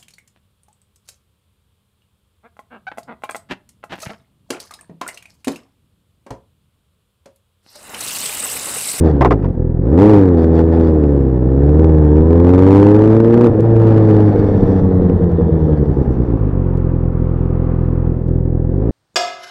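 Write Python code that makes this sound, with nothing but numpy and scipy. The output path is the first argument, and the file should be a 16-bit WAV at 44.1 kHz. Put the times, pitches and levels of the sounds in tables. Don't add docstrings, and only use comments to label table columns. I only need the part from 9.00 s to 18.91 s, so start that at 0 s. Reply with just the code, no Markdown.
import sys
import numpy as np
from scipy import signal
from scipy.fft import rfft, irfft, next_fast_len
from scipy.io import wavfile
from scipy.ndimage import uniform_filter1d

SR = 44100
rng = np.random.default_rng(int(sys.argv[2]) if len(sys.argv) > 2 else 0)


def log_audio(samples):
    frames = np.atleast_2d(samples).T
    limited = np.clip(frames, -1, 1)
    pcm = np.round(limited * 32767).astype(np.int16)
    wavfile.write(sys.argv[1], SR, pcm)


N = 437031
TIME = np.arange(N) / SR


def undb(db):
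    return 10 ** (np.asarray(db) / 20)


def curves(table):
    time_s, *columns = np.transpose(table)
    return [np.interp(TIME, time_s, column) for column in columns]


def steady(x, span_s=0.087):
    size = int(span_s * SR)
    power = uniform_filter1d(uniform_filter1d(x * x, size), size)
    return x / np.sqrt(power + 1e-12)


def noise(spectrum):
    hz, db = np.transpose(spectrum)
    size = next_fast_len(N)
    bin_hz = np.fft.rfftfreq(size, 1 / SR)
    gain = undb(np.interp(np.log(bin_hz + 1), np.log(hz), db))
    x = irfft(rfft(rng.standard_normal(size)) * gain, size)[:N]
    return x / x.std()


def walk(rate_hz):
    size = int(SR / rate_hz)
    steps = np.repeat(rng.standard_normal(N // size + 1), size)
    return 1.3 * uniform_filter1d(steps, size)[:N]


def cut(x, hz, kind, order=2):
    return signal.sosfilt(signal.butter(order, hz, kind, fs=SR, output="sos"), x + 1e-18)


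def muffle(x, hz, order=2):
    return signal.sosfiltfilt(signal.butter(order, hz, fs=SR, output="sos"), x + 1e-18, padtype=None)


def ring(x, modes):
    return sum(undb(db) * signal.lfilter(*signal.iirpeak(hz, hz / width_hz, fs=SR), x + 1e-18)
               for hz, width_hz, db in modes)


def pulses(times_s, sizes):
    at = np.clip(times_s * SR, 0, N - 2)
    i = at.astype(int)
    sizes = sizes * (i > 0) * (i < N - 2)
    return np.bincount(i, sizes * (1 - at + i), N) + np.bincount(i + 1, sizes * (at - i), N)


def burst(start_s, length_s, attack_s=0.011, release_s=0.0082):
    swell = np.clip(1 + (TIME - start_s) / attack_s, 0, 1)
    return swell * np.exp(-np.clip(TIME - start_s - length_s, 0, 1) / release_s)


# (time [s], length [s], thud change [dB],
# bark change [dB])
MISFIRES = [(.145, 0.1, -2.5, -8), (.4, 0.069, -4, -10), (.533, 0.041, -15, -13), (.715, 0.029, -2, -3),
            (4.54, .018, -13, -2), (4.593, 0.017, -10.5, 1.5), (8.122, 0.021, -9.5, -9),
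            (9.2, 0.14, -7.5, -11)]
# (start [s], end [s], first gap [s], gap growth [ratio], mean thud change [dB], mean bark change [dB])
BURBLES = [(5.33, 5.84, .046, 1.08, -7, -6), (5.912, 6.73, .0975, 1, -12.5, 1),
           (6.772, 7.55, .084, 1.075, -11.5, -9)]
BURBLE_LENGTH_S, BURBLE_SCATTER_DB = 0.037, 2.7


def stumbles():
    rows = list(MISFIRES)
    for time_s, end_s, gap_s, growth, thud_db, bark_db in BURBLES:
        for thud_scatter_db, bark_scatter_db in BURBLE_SCATTER_DB * rng.standard_normal(size=(16, 2)):
            if time_s < end_s:
                rows.append((time_s, BURBLE_LENGTH_S, thud_db + thud_scatter_db, bark_db + bark_scatter_db))
            time_s += max(gap_s, BURBLE_LENGTH_S)
            gap_s *= growth
    return np.transpose(rows)


# (start [s], end [s])
COAST_S = (4.5, 6.9)
# (delay in hot gas [s], share [gain])
EXHAUST_PATHS = [(0, 0.52), (.003, .35), (.0048, 0.28), (.0066, .26)]
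# (frequency [Hz], width [Hz], relative level [dB])
EXHAUST_MODES = [(213, 110, 9.5), (509, 47, 5.5)]
# (frequency [Hz], width [Hz], relative level [dB])
SILENCER_MODES = [(465, 34, -5.5)]
# (frequency [Hz], width [Hz], relative level [dB])
AIRBOX_MODES = [(589, 61, 6), (730, 260, 1), (1035, 350, 1)]
# (frequency [Hz], relative density [dB per Hz])
GAS_SPECTRUM = [(50, -19), (110, -2.5), (230, -0.5), (380, -3.5), (500, -8.5), (620, -25), (1200, -71.5)]
EVEN_DB, UNEVEN_DB, UNREST_S = .35, 1.7, .1
THUD_LAG_S, INTAKE_LAG_S = 0.00313, 0.0018


def engine(phase, firing_hz, thud_db, bark_db, intake_db):
    count = np.arange(1, int(phase[-1]) + 1)
    times_s = np.interp(count, phase, TIME)
    chance = rng.standard_normal((len(times_s), 4)).T
    stumble_s, length_s, thud_step_db, bark_step_db = stumbles()
    apart_s = abs(times_s[:, None] - stumble_s)
    inside = np.interp(apart_s / length_s, [.3, .7], [1, 0])
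    rough_db = np.interp(apart_s.min(1), [UNREST_S / 2, UNREST_S], [UNEVEN_DB, EVEN_DB])

    cylinder_db = np.array([0.99, -.5, -0.27, -1.7])[count % 4]
    cylinder_lag_s = np.array([.00004, .00001, -.00002, -.00003])[count % 4]
    times_s = times_s + cylinder_lag_s + .00007 * rough_db ** 2 * chance[0]
    stroke = np.where((times_s > COAST_S[0]) & (times_s < COAST_S[1]), -1, 1)
    size = stroke * undb(cylinder_db + rough_db * chance[1] + inside @ bark_step_db)

    slow = np.interp(np.interp(times_s, TIME, firing_hz), [42, 65, 100], [1.18, 1, 1])
    wave = sum(pulses(times_s + delay_s * slow, share * size) for delay_s, share in EXHAUST_PATHS)
    rung = wave + ring(wave, EXHAUST_MODES)
    bark = np.gradient(muffle(muffle(rung, hz=530.3, order=7), hz=257, order=1))
    sharp = np.interp(firing_hz, [42, 80], [.2, 1])
    bark = sharp * bark + (1 - sharp) * muffle(bark, hz=432, order=3)
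    burn_size = (stroke < 0) * (0.32 + inside.sum(1)) * size * np.tanh(2 * chance[3])
    burns = pulses(times_s, burn_size)
    bark = bark + .13 * muffle(ring(burns, SILENCER_MODES), hz=560, order=4)

    thud_size = undb(cylinder_db + .5 * rough_db * chance[2] + inside @ thud_step_db)
    thud = pulses(times_s + stroke * THUD_LAG_S, thud_size)
    thud = muffle(thud, hz=206.6, order=3) - muffle(thud, hz=24.6)
    gulps = ring(pulses(times_s + INTAKE_LAG_S, size), AIRBOX_MODES)
    intake = steady(cut(gulps, hz=1204, kind="low", order=4), span_s=.15)
    gas = steady(noise(GAS_SPECTRUM) * (1 + 0.19 * np.cos(2 * np.pi * phase)))
    gas_db = 0.63 * bark_db - 12.5
    exhaust = gas * undb(gas_db) + steady(bark, span_s=0.15) * undb(bark_db)
    return exhaust + intake * undb(intake_db) - steady(thud, span_s=0.18) * undb(thud_db - 0.5)


# (start [s], length [s], rattle level [dB], buzz level [dB])
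FAIRING_BURSTS = [(0.046, 0.066, -25, -50), (1.003, 0.2, -23, -51), (1.377, 0.072, -26, -52),
                  (1.536, 0.075, -22, -50.5), (1.723, 0.054, -24, -56), (1.804, 0.099, -29, -52.5),
                  (2.028, 0.03, -32, -69), (4.8, 1.0, -27.5, -56), (6.6, 0.71, -41, -66.5)]


def fairing():
    return sum(undb([[rattle_db], [buzz_db]]) * burst(start_s, length_s)
               for start_s, length_s, rattle_db, buzz_db in FAIRING_BURSTS)


# (frequency [Hz], relative density [dB per Hz])
CLATTER_SPECTRUM = [(200, -8), (450, 8), (620, 4), (820, 2.5), (1100, -10), (1550, -14.5), (1780, -13),
                    (2100, -25), (3000, -32.5), (4200, -38), (8000, -59.5)]
# (frequency [Hz], width [Hz], relative level [dB])
PANEL_MODES = [(1890, 130, 2), (2060, 230, -0.5), (3500, 340, -0.5), (4480, 110, 1.5), (4900, 130, -3),
               (5740, 180, -11.5), (7300, 920, -17.5), (9700, 600, -19.5), (12300, 770, -12.5)]


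def clatter(phase, clatter_db):
    beat = .5 + .5 * np.cos(2 * np.pi * (phase - .1))
    rustle = steady(noise(CLATTER_SPECTRUM) * (5.4 + beat) * undb(1.3 * walk(60)))
    chatter = rng.standard_normal(N) * (0.56 + beat ** 2) * undb(2.9 * walk(61))
    panels = muffle(ring(chatter, PANEL_MODES), hz=7500, order=1)
    buzz = steady(cut(panels, hz=1200, kind="high"))
    rattle_gain, buzz_gain = fairing()
    return rustle * np.hypot(undb(clatter_db), rattle_gain) + buzz * np.hypot(undb(clatter_db - 37), buzz_gain)


# (time [s], tooth rate [Hz])
CHAIN_RATE = [(1.2, 200.5), (2.9, 812), (3.3, 1011), (4.47, 1452), (6.4, 982), (6.85, 888), (7.3, 733),
              (8.5, 199.7)]
PRIMARY_IDLE_DB, PRIMARY_RISE_DB = -56.5, -1
CHAIN_DB, CHAIN_LOAD_DB, FRAME_HZ, FRAME_WIDTH_HZ = -40.5, 8.5, 870, 200


def gears(phase, doublings, load):
    mesh = 2 * np.pi * 21.5 * phase + 1.2 * walk(130)
    primary_db = PRIMARY_IDLE_DB + PRIMARY_RISE_DB * doublings
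    primary = (np.sin(mesh) + undb(-14.5) * np.sin(2 * mesh)) * undb(primary_db + 3.7 * walk(17))
    tooth_hz, = curves(CHAIN_RATE)
    chain = np.sin(2 * np.pi * np.cumsum(tooth_hz) / SR + .45 * walk(60))
    detuning = (tooth_hz / FRAME_HZ - FRAME_HZ / tooth_hz) * FRAME_HZ / FRAME_WIDTH_HZ
    frame_gain = 1 / np.hypot(1, detuning)
    return primary + chain * frame_gain * undb(CHAIN_DB + CHAIN_LOAD_DB * load + 1.5 * walk(25))


# (time [s], mean level [dB])
WIND_LEVEL = [(0, -30), (.8, -42.5), (2, -44.5), (2.6, -30.5), (4, -30), (5.7, -17.5), (7.3, -26.5),
              (8, -37.5), (9.9, -40.5)]
# (frequency [Hz], relative density [dB per Hz])
WIND_SPECTRUM = [(15, -11.5), (30, 4.5), (80, -3.5), (200, 3), (500, -18.5), (1000, -36.5), (3000, -85)]
# (time [s], mean level [dB])
CAR_LEVEL = [(0, -70.5), (6, -67), (7.3, -39.5), (8.3, -38.5), (9.1, -40), (9.25, -50.5), (9.9, -58.5)]
# (frequency [Hz], relative density [dB per Hz])
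TYRE_SPECTRUM = [(200, -7), (700, 2.5), (1200, 2), (1800, -14.5), (2500, -20), (4000, -37), (8000, -55)]
HISS_DB = -84.5


def air():
    wind = noise(WIND_SPECTRUM) * undb(curves(WIND_LEVEL)[0] + 2.5 * walk(9))
    car = noise(TYRE_SPECTRUM) * undb(curves(CAR_LEVEL)[0] + walk(2.7))
    return wind + car + undb(HISS_DB) * rng.standard_normal(N)


# (time [s], relative level [dB], chatter length before the faster decay [s])
VISOR_KNOCKS = [(.05, -27, .012), (.072, -25, .02), (.2104, -5, .02), (.2483, -5, .014), (.3082, -7, .02),
                (.3905, -35, .01), (.425, -33, .008), (.442, -24, .02), (.4893, -37, .008)]
# (frequency [Hz], width [Hz], relative level [dB])
SHELL_MODES = [(404, 170, 1), (721, 130, 1), (960, 160, -5), (1750, 80, -12), (1940, 70, -16),
               (3420, 700, -26), (4800, 800, -19)]


def visor():
    push = np.zeros(N)
    for time_s, db, length_s in VISOR_KNOCKS:
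        age_s = np.maximum(TIME - time_s, 0)
        decay = np.exp(-age_s / .04 - np.maximum(age_s - length_s, 0) / .012)
        push += undb(db) * np.minimum(age_s / .0002, 1) * decay
    grit = rng.standard_normal(N) * undb(3 * walk(500))
    shell = steady(cut(ring(grit, SHELL_MODES), hz=1080, kind="low"), span_s=.008)
    return undb(-1.3) * push * shell


BUMP_S, BUMP_LENGTH_S, BUMP_DB = 3.195, .04, -18


def bump():
    rumble = steady(cut(rng.standard_normal(N), hz=70, kind="low"))
    return rumble * undb(BUMP_DB) * burst(BUMP_S, BUMP_LENGTH_S)


# (time [s], relative level [dB])
TICK_LEVELS = [(4.6072, -19), (6.317, -31), (7.7737, -28), (9.2831, -32)]


def ticks():
    time_s, db = np.transpose(TICK_LEVELS)
    clicks = cut(pulses(time_s, undb(db)), hz=3500, kind="low", order=1)
    return 2 * cut(clicks, hz=1200, kind="high")


# (start [s], length [s], pitch [Hz], relative level [dB])
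BRAKE_SQUEALS = [(5.38, 1.39, 3400, -67), (5.2, 0.66, 5650, -67.5), (6.586, .68, 5800, -72.5),
                 (5.3, 1.95, 10500, -85.5)]
SQUEAL_WIDTH_HZ = 320


def brake(phase):
    rub = rng.standard_normal(N)
    flutter = undb(3.3 * walk(60) + 4.3 * np.cos(2 * np.pi * phase) - 2.5)
    squeal = np.zeros(N)
    for start_s, length_s, hz, db in BRAKE_SQUEALS:
        band = ring(ring(rub, [(hz, SQUEAL_WIDTH_HZ, 0)]), [(hz, 4 * SQUEAL_WIDTH_HZ, 0)])
        squeal += steady(band) * undb(db) * burst(start_s, length_s)
    return flutter * squeal


# (time [s], firing rate [Hz])
ENGINE_SPEED = [(0.0, 85.6), (0.44, 46.84), (0.52, 42.15), (0.77, 40.73), (0.8, 43.09), (0.91, 69.96),
                (1.02, 101.8), (1.1, 107.4), (1.38, 81.22), (1.82, 82.6), (2.4, 61.06), (2.84, 80.43),
                (3.09, 74.67), (3.78, 99.5), (4.44, 119.9), (4.55, 106.1), (4.66, 114.8), (5.91, 92.97),
                (6.51, 81.9), (7.23, 60.7), (7.56, 46.05), (7.86, 42.79), (9.69, 41.58), (9.91, 61.34)]
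# (time [s], share [0-1])
ENGINE_LOAD = [(0, 0.56), (.85, 0.8), (1.0, 0.98), (1.35, 0.72), (2.4, 0.71), (3.3, 0.88), (3.8, 0.99),
               (4.2, 0.49), (4.47, 0.61), (4.52, 0.09), (5.15, 0.47), (5.5, 0.03), (6.9, 0.01), (7.5, 0),
               (9.9, 0.35)]
# (time [s], relative level [dB])
THUD_LEVEL = [(0, -9.5), (.5, -14.5), (.8, -13), (.93, -10.5), (1.15, -11.5), (2.15, -11), (2.38, -12.5),
              (2.75, -7), (3.7, -9), (4.53, -14), (4.78, -7.5), (5.25, -9.5), (5.5, -13), (7.7, -13),
              (9.9, -13.5)]
IDLE_HZ = 42
BARK_IDLE_DB, BARK_RISE_DB, BARK_LOAD_DB = -21, 4.5, 9
CLATTER_IDLE_DB, CLATTER_RISE_DB, CLATTER_LOAD_DB = -39, 8.5, 4
INTAKE_IDLE_DB, INTAKE_RISE_DB, INTAKE_LOAD_DB = -52, 11, 8


def scene():
    firing_hz, load, thud_db = curves(ENGINE_SPEED) + curves(ENGINE_LOAD) + curves(THUD_LEVEL)
    load = np.clip(load, 0, 1)
    phase = np.cumsum(firing_hz) / SR
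    doublings = np.log2(firing_hz / IDLE_HZ)
    bark_db = BARK_IDLE_DB + doublings * (BARK_RISE_DB + BARK_LOAD_DB * load)
    intake_db = INTAKE_IDLE_DB + doublings * (INTAKE_RISE_DB + INTAKE_LOAD_DB * load ** 2)
    clatter_db = CLATTER_IDLE_DB + doublings * (CLATTER_RISE_DB + CLATTER_LOAD_DB * load)
    bike = engine(phase, firing_hz, thud_db, bark_db, intake_db)
    bike = bike + clatter(phase, clatter_db) + gears(phase, doublings, load)
    return (bike + air() + visor() + bump() + ticks() + brake(phase))[None]


TOP_HZ = 15800


def record(dry):
    fade = np.clip(np.minimum(TIME, TIME[-1] - TIME) / .002, 0, 1)
    clipped = np.clip(dry, -.98, .98) * fade
    return signal.sosfilt(signal.ellip(8, .2, 70, TOP_HZ, fs=SR, output="sos"), clipped)


dry = scene()
out = record(dry)
log_audio(out)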